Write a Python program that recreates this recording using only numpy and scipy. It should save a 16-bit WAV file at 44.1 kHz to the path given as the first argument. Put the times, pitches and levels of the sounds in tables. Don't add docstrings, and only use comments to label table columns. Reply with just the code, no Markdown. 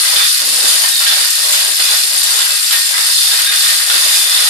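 import sys
import numpy as np
from scipy import signal
from scipy.fft import rfft, irfft, next_fast_len
from scipy.io import wavfile
from scipy.ndimage import uniform_filter1d, minimum_filter1d

SR = 44100
rng = np.random.default_rng(int(sys.argv[2]) if len(sys.argv) > 2 else 0)


def dump_mix(stems):
    frames = np.atleast_2d(stems).T
    limited = np.clip(frames, -1, 1)
    pcm = np.round(limited * 32767).astype(np.int16)
    wavfile.write(sys.argv[1], SR, pcm)


N = 198141

# freq_hz, relative_db, t60_s
LIGHT_LINK_MODES = [(6810, 2, .07), (6970, 2, .07), (7590, 6, .05), (8940, 2, .06), (9300, 5, .025),
                    (9480, 3, .05), (11700, 5, .04)]
# freq_hz, gain_db
JINGLE_COLOUR = [(1200, -101), (2500, -10.5), (5000, -5), (5800, -10.5), (7500, -6), (7950, -6.5),
                 (8750, -5), (9300, -0.5), (9900, -3.5), (11800, -4.5), (12300, -10.5), (13800, -10.5),
                 (14500, -16)]
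# middle_s, length_s, change_db
CHAIN_SPURTS = [(0.424, 0.045, -2), (0.727, 0.09, 1.5), (0.94, 0.042, 2), (2.386, 0.15, 0),
                (3.223, 0.065, 1), (3.48, 0.1, -2), (3.634, 0.049, 1), (3.84, 0.1, -1.5), (4.17, 0.14, 2.5)]
JINGLE_COAST_DB = -16


def hand_chains():
    def strike():
        modes = LIGHT_LINK_MODES + link_modes(5500, 14000, t60=0.097, count=30)
        return contact(modes, ring_db=-5.5, crack_t60=0.021, room_db=6.0)

    spurt_db = sum(change_db * bell(s, length) for s, length, change_db in CHAIN_SPURTS)
    level_db = loudness(JINGLE_COAST_DB, arch=0.073, column=2) + spurt_db
    return rattle(3 * speed(), 0.45, 3.9, level_db, JINGLE_COLOUR, strike, count=24)


# freq_hz, relative_db, t60_s
PAWL_MODES = [(3480, -5, 0.03), (3593, -5, 0.045), (3760, -3, 0.03), (4100, -3, 0.05), (4290, 0, 0.048),
              (4650, -2, 0.07), (4840, -4, 0.057), (4944, -5, .09), (5220, -11, 0.034), (7590, 13, 0.06),
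              (9356, 4, 0.03)]
# freq_hz, gain_db
FIRST_RATCHET_COLOUR = [(450, -80), (1100, -47), (2100, -11.5), (2380, -19), (2900, -10.5), (3550, 5.5),
                        (3950, -0.5), (5000, -23), (7000, -45), (12000, -34)]
# freq_hz, gain_db
SECOND_RATCHET_COLOUR = [(1500, -77), (3300, -27), (4200, -3), (5000, -0.5), (5600, -7), (7000, -19),
                         (12000, -18)]
FIRST_COAST_DB, SECOND_COAST_DB = -24.5, -20


def ratchets():
    def first_drop():
        return contact(PAWL_MODES, ring_db=-2.5, crack_t60=0.026, room_db=-0.5)

    def second_drop():
        return contact(PAWL_MODES, ring_db=-10, crack_t60=0.016, room_db=0)

    first_db = loudness(FIRST_COAST_DB, arch=0.51, column=3)
    second_db = loudness(SECOND_COAST_DB, arch=0.18, column=4)
    first = rattle(speed(), 0.06, 3, first_db, FIRST_RATCHET_COLOUR, first_drop, count=16)
    second = rattle(1.8 * speed(), 0.3, 2.1, second_db, SECOND_RATCHET_COLOUR, second_drop, count=16)
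    return first + second


# freq_hz, relative_db, t60_s
HOUSING_MODES = [(1260, -5, .08), (1480, -4, .08), (1590, -6, .08), (1615, -7, .22), (1830, -6, .3),
                 (1900, -3, .09), (1998, -3, .12), (2089, -7, .2), (2299, -9, .4), (2471, -5, .35),
                 (2610, -8, .3), (2907, -5, .25), (2972, -4, .3), (3095, -4, .2), (3596, -3, .15),
                 (4102, 6, .12)]
# freq_hz, relative_db, t60_s
HEAVY_LINK_MODES = [(770, 5, .1), (990, 8, .1), (1125, 7, .1)]
# freq_hz, gain_db
CLATTER_COLOUR = [(620, -80), (930, -18), (1080, -7), (1270, 0.5), (1480, 0), (1950, 3), (2380, -2.5),
                  (2520, -0.5), (3000, 0), (4000, -7), (8000, -56)]
# freq_hz, gain_db
BODY_COLOUR = [(370, -70), (470, -8), (550, 5), (760, 1), (900, 1), (1150, -0.5), (1500, -21), (2500, -50)]
# middle_s, length_s, clatter_change_db, body_change_db
CLATTER_DIPS = [(0.322, 0.12, -4, -17), (0.958, 0.13, -4, -3.5), (1.35, 0.11, 0, -5.5),
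                (1.762, 0.035, -3, -7), (2.04, 0.14, -2.5, -5.5), (2.224, 0.1, -2.5, -4),
                (2.674, 0.18, -2, -10), (2.835, 0.087, -4, -11), (3.19, 0.19, -5, -7.5),
                (3.598, 0.086, -5.5, -5), (3.774, 0.076, -5, -5)]
CLATTER_COAST_DB, BODY_COAST_DB, BODY_SWELL_DB = -24.5, -37, 4


def load_chains():
    def housing_strike():
        return contact(HOUSING_MODES, ring_db=-10, crack_t60=0.022, room_db=1)

    def link_knock():
        modes = HEAVY_LINK_MODES + link_modes(507, 1313, t60=0.11)
        return contact(modes, ring_db=-1.5, crack_t60=0.072, room_db=8.5)

    dip_db, body_dip_db = sum(np.outer(dips_db, bell(s, length)) for s, length, *dips_db in CLATTER_DIPS)
    clatter_db = loudness(CLATTER_COAST_DB, arch=0.22, column=5) + dip_db
    body_db = BODY_COAST_DB + BODY_SWELL_DB * effort() + body_dip_db
    clatter = rattle(2 * speed(), 0.45, 2.9, clatter_db, CLATTER_COLOUR, housing_strike, count=12)
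    body = rattle(speed(), 0.4, 2.9, body_db, BODY_COLOUR, link_knock, count=16)
    return clatter + body


# start_s, relative_db, low_body_gain_db
TAUT_CLANKS = [(0.159, 1, -5.5), (0.204, -9.5, 16), (0.655, -2.5, 0.5), (0.69, -6, -7), (0.8354, -4.5, 6),
               (1.002, -6, 3), (1.0657, 1.5, -6), (1.089, -16, -1), (1.1144, 0.5, -9), (1.2082, -9.5, 1),
               (1.5286, 0, -4.5), (1.797, -3.5, 1.5), (1.885, -3, -3), (1.9243, -5, 9), (2.315, -13.5, 17),
               (2.389, -0.5, -7), (2.7076, 0.5, -4.5), (2.727, -3.5, 0.5), (2.9396, -6, 14),
               (2.977, -10, 11), (3.309, -6, -4), (3.3895, -4, 2), (3.521, -3.5, 0), (3.6297, -6, -3),
               (3.899, 1, 0), (3.94, -1.5, -4)]
# start_s, relative_db
LINK_CHINKS = [(0.011, -2), (0.489, -5), (0.679, 4), (0.72, -9), (0.7549, -6), (0.899, -11), (1.3045, -1),
               (1.524, 3), (2.1757, -3.5), (2.233, -3), (2.723, -2), (3.234, -10), (3.5587, -3),
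               (3.6811, -6)]
# freq_hz, gain_db
CLANK_COLOUR = [(280, -74), (500, -13), (900, -5.5), (1400, 3), (2400, 1.5), (3600, 7), (5000, 0.5),
                (6000, -6.5), (14000, -34)]


def jerks():
    track = np.zeros((2, N))
    for s, db, body_db in TAUT_CLANKS:
        clank = contact(HOUSING_MODES + PAWL_MODES, ring_db=-8, crack_t60=0.065, room_db=3)
        clank = coloured(clank, CLANK_COLOUR)
        add(track, s, shaped(clank, [(2000, body_db), (3500, 0)]), db - 2.0)
    for s, db in LINK_CHINKS:
        chink = contact(link_modes(5500, 12000, t60=0.04), ring_db=-2, crack_t60=0.045, room_db=-1.5)
        add(track, s, coloured(chink, JINGLE_COLOUR), db + 4.0)
    return shaped(track, [(380, -19), (580, -0.5)])


# start_s, end_s, relative_db, first_hz, last_hz
SINGING_RUNS = [(0.142, 0.312, -18.5, 3620, 3506), (0.619, 0.784, -21, 3640, 3740),
                (0.661, 0.772, -21, 4740, 4660), (0.9, 1.056, -18.5, 3820, 3590),
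                (1.05, 1.176, -17, 3580, 3470), (2.195, 2.418, -24.5, 3830, 3610),
                (3.022, 3.315, -24, 5050, 4900), (3.081, 3.378, -23, 3630, 3620),
                (3.445, 3.53, -15.5, 3660, 3664), (3.528, 3.817, -24, 3630, 3610),
                (3.899, 4.297, -21, 4920, 4910), (3.891, 4.494, -22, 3600, 3516),
                (0.6, 1.8, -32.5, 1836, 1843), (2.25, 4.4, -33, 1827, 1834),
                (3.02, 3.14, -27.5, 1820, 1830), (1.949, 3.15, -26, 7530, 7580)]
SINGING_T60_S = 0.1


def singing_wheels():
    track = np.zeros((2, N + SR))
    for start, end, db, first_hz, last_hz in SINGING_RUNS:
        n = round((end - start) * SR)
        progress, t = np.linspace(0, 1, n), np.arange(n) / SR
        teeth = np.diff(np.floor(t * PULL_TEETH_PER_S), prepend=-1)
        blows = teeth * np.exp(2j * np.pi * rng.random((2, N))[:, :n])
        decay = amp(-60 * t / SINGING_T60_S)
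        ring = signal.fftconvolve(blows, decay[None], axes=1)[:, :n]
        pitch_hz = first_hz + (last_hz - first_hz) * progress
        carrier = np.exp(2j * np.pi * np.cumsum(pitch_hz) / SR)
        swell = np.sqrt(4 * progress * (1 - progress))
        track[:, round(start * SR):][:, :n] += amp(db) * swell * unit((ring * carrier).real)
    return shaped(track[:, :N], [(600, -45), (1600, 0)])


# start_s, relative_db
GUIDE_TAPS = [(0.071, -14), (1.06, -16.5), (1.541, -13), (1.623, -15), (1.888, -20), (2.462, -18),
              (2.723, -14), (2.925, -18), (3.313, -17), (3.386, -23), (3.467, -12), (4.391, -13)]
# freq_hz, relative_db, t60_s
GUIDE_MODES = [(1620, 0, 0.2)]
PING_LEFT_MINUS_RIGHT_DB = 5


def pings():
    track = np.zeros((2, N))
    for s, db in GUIDE_TAPS:
        add(track, s, contact(GUIDE_MODES, ring_db=12, crack_t60=0.0055, room_db=-1.5), db)
    track *= amp(PING_LEFT_MINUS_RIGHT_DB * np.array([[0.5], [-0.5]]))
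    return shaped(track, [(500, -45), (1200, 0)])


# start_s, relative_db, pitch_hz
SINGLE_THUDS = [(0.13, -41, 452), (0.159, -30.5, 307), (0.205, -41, 483), (0.485, -45, 470),
                (0.578, -37.5, 494), (0.629, -31.5, 358), (0.67, -40, 496), (0.738, -36, 373),
                (0.835, -36.5, 240), (1.205, -42.5, 495), (1.445, -39, 424), (1.529, -43, 524),
                (1.672, -37.5, 400), (1.705, -34, 300), (1.793, -35.5, 382), (1.905, -39.5, 499),
                (2.035, -41, 401), (2.132, -36, 265), (2.29, -44, 410), (2.34, -41, 449), (2.408, -42, 384),
                (2.52, -45, 422), (2.98, -38, 363), (3.329, -42, 434), (3.495, -44, 458), (3.905, -42, 477),
                (3.95, -33.5, 343), (4.049, -39.5, 408), (4.055, -33.5, 264), (4.164, -43, 475),
                (4.251, -40.5, 397), (4.415, -40, 436)]
RUN_START_S, RUN_END_S, RUN_STEP_S = 0.41, 0.65, 0.019
RUN_RELATIVE_DB, RUN_MEAN_HZ = -33, 243.5


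def thud_list():
    run = []
    for s in np.arange(RUN_START_S, RUN_END_S, RUN_STEP_S):
        run.append((s, RUN_RELATIVE_DB, RUN_MEAN_HZ * (1 + 0.086 * rng.standard_normal())))
    return SINGLE_THUDS + run


# freq_hz, gain_db
THUD_COLOUR = [(140, -50), (215, -11.5), (330, -6), (480, 5), (900, 12.5), (2000, -33)]
THUD_NOISE_GAIN_DB = -4


def low_thuds():
    track, t = np.zeros((2, N)), np.arange(SR // 4) / SR
    envelope = (1 - np.exp(-t / 0.012)) * amp(-60 * t / 0.12)
    for s, db, hz in thud_list():
        tone = np.sin(2 * np.pi * hz * t + np.array([[0], [np.pi / 2]]))
        noise_colour = [(0.51 * hz, -35), (0.675 * hz, -5), (1.9 * hz, -4), (2.6 * hz, -18)]
        noise = coloured(rng.standard_normal((2, len(t))), noise_colour)
        add(track, s, (tone + amp(THUD_NOISE_GAIN_DB) * noise) * envelope, db + 9.0)
    return shaped(track, THUD_COLOUR)


def room_tone():
    noise = rng.standard_normal((2, N))
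    return amp(-88) * coloured(noise, [(20, -9), (200, -20), (1000, 8), (8000, -28)])


# start_s, hardest_s, jingle_db, first_ratchet_db,
# second_ratchet_db, clatter_db (added in power to the coasting level)
HAND_PULLS = [(-0.06, 0.19, -15, -21.5, -17, -23), (0.441, 0.73, -14, -27, -19.5, -30),
              (0.93, 1.099, -16, -32, -18, -27), (1.318, 1.531, -16, -24, -19.5, -33),
              (1.763, 1.92, -15, -22, -17.5, -39), (2.067, 2.3, -16.5, -28, -20.5, -29.5),
              (2.582, 2.73, -17, -29, -23.5, -50), (2.939, 3.239, -15, -23.5, -18.5, -26),
              (3.509, 3.66, -14.5, -20.5, -18, -20), (3.858, 4.079, -13.5, -20.5, -20, -23.5),
              (4.255, 4.4, -14.5, -17.5, -18, -22.5)]
LAST_PULL_END_S = 4.7
COAST_TEETH_PER_S, PULL_TEETH_PER_S = 48, 64


def effort():
    moments = np.append(np.array(HAND_PULLS)[:, :2], LAST_PULL_END_S)
    phase = np.interp(np.arange(N) / SR, moments, np.arange(len(moments)) / 2)
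    return np.abs(np.sin(np.pi * phase))


def speed():
    return COAST_TEETH_PER_S + (PULL_TEETH_PER_S - COAST_TEETH_PER_S) * effort()


def loudness(coast_db, arch, column):
    pulls = np.array(HAND_PULLS)
    current = np.searchsorted(pulls[1:, 0], np.arange(N) / SR)
    pull_gain = effort() ** arch * amp(pulls[current, column])
    return 20 * np.log10(np.hypot(amp(coast_db), pull_gain))


def bell(s, length):
    return np.exp(-(2 * (np.arange(N) / SR - s) / length) ** 2)


# freq_hz, t60_s
ROOM_DECAY = [(200, 0.081), (1500, 0.45), (5000, 0.32), (14000, 0.13)]
DETUNE_SHARE = 0.004


def contact(modes, ring_db, crack_t60, room_db):
    t = np.arange(SR // 4) / SR
    hz, db, t60 = np.transpose(modes)[:, :, None]
    hz = hz * (1 + DETUNE_SHARE * rng.standard_normal(hz.shape))
    phase = rng.uniform(0, 2 * np.pi, (2, len(hz), 1))
    strength = amp(db + rng.normal(0, 4.2, (len(hz), 1)) - 60 * t / t60)
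    ring = np.sum(strength * np.sin(2 * np.pi * hz * t + phase), axis=1)
    crack = rng.standard_normal((2, len(t))) * amp(-60 * t / crack_t60)
    direct = unit(crack) + amp(ring_db) * unit(ring)
    f, s, bands = signal.stft(rng.standard_normal((2, len(t))), SR, nperseg=256)
    decay = amp(-60 * s / along(ROOM_DECAY, f)[:, None])
    tail = signal.istft(bands * decay, SR, nperseg=256)[1]
    wet = signal.fftconvolve(direct, tail, axes=1)[:, :len(t)]
    return unit(unit(direct) + amp(room_db) * unit(wet))


def link_modes(lo_hz, hi_hz, t60, count=14):
    return [(hz, 0, t60) for hz in rng.uniform(lo_hz, hi_hz, count)]


def rattle(rate, scatter, spread_db, level_db, spectrum, strike, count=12):
    turns = np.cumsum(rate) / SR
    beats = np.arange(int(turns[-1]))
    scattered = (beats + scatter * rng.standard_normal(len(beats))) % turns[-1]
    at = np.searchsorted(turns, scattered)
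    size = amp(spread_db * np.clip(rng.standard_normal(len(beats)), -2, 2))
    size /= np.sqrt(uniform_filter1d(size ** 2, size=7))
    spot = rng.integers(count, size=len(beats))
    sound, lead = np.zeros((2, N)), SR // 10
    for k in range(count):
        train = np.bincount(at[spot == k], size[spot == k], N)
        train = np.pad(train, (lead, 0), mode="wrap")
        sound += signal.oaconvolve(train[None], strike(), axes=1)[:, lead:lead + N]
    return amp(level_db) * coloured(sound, spectrum)


def add(track, s, sound, db):
    part = track[:, max(round(s * SR), 0):][:, :sound.shape[1]]
    part += amp(db) * sound[:, :part.shape[1]] / np.abs(sound).max()


def amp(db):
    return 10 ** (np.asarray(db) / 20)


def unit(x):
    return x / np.sqrt(np.mean(x ** 2, axis=-1, keepdims=True) + 1e-20)


def along(points, hz):
    f, v = np.transpose(points)
    return np.interp(np.log(hz + 1), np.log(f + 1), v)


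def filtered(x, response):
    n = x.shape[-1]
    m = next_fast_len(n + 4096)
    return irfft(rfft(x, m) * response(np.fft.rfftfreq(m, 1 / SR)), m)[..., :n]


def shaped(x, points):
    return filtered(x, lambda hz: amp(along(points, hz)))


def coloured(x, spectrum):
    return unit(shaped(x, spectrum))


def limited(x, ceiling):
    needed = ceiling / np.maximum(np.abs(x), ceiling)
    return x * uniform_filter1d(minimum_filter1d(needed, size=65), size=65)


def scene():
    hoists = hand_chains() + ratchets() + singing_wheels() + load_chains() + jerks() + pings()
    return hoists + low_thuds() + room_tone()


# freq_hz, left_minus_right_db
PORT_BALANCE = [(250, 11), (500, 0.5), (1700, 0), (3000, -0.5), (4000, -2.5), (4900, -6), (5800, -4.5),
                (6700, 3.5), (7400, 5), (8500, 6), (9300, 13.5), (11500, 14), (14000, 13)]
# freq_hz, side_gain_db
SIDE_GAIN = [(60, 2), (200, 0), (600, 4.5), (1100, 2), (1900, -0.5), (4000, -0.5)]
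TOP_HZ = 14500


def record(dry):
    def ports(hz):
        gains = amp(along(PORT_BALANCE, hz) * np.array([[0.5], [-0.5]]))
        return gains / np.sqrt(np.mean(gains ** 2, axis=0))

    mid = (dry[0] + dry[1]) / 2
    side = shaped((dry[0] - dry[1]) / 2, SIDE_GAIN)
    heard = filtered(np.array([mid + side, mid - side]), ports)
    bounded = np.clip(limited(heard, ceiling=1.0), -1, 1)
    return filtered(bounded, lambda hz: hz < TOP_HZ)


dry = scene()
out = record(dry)
dump_mix(out)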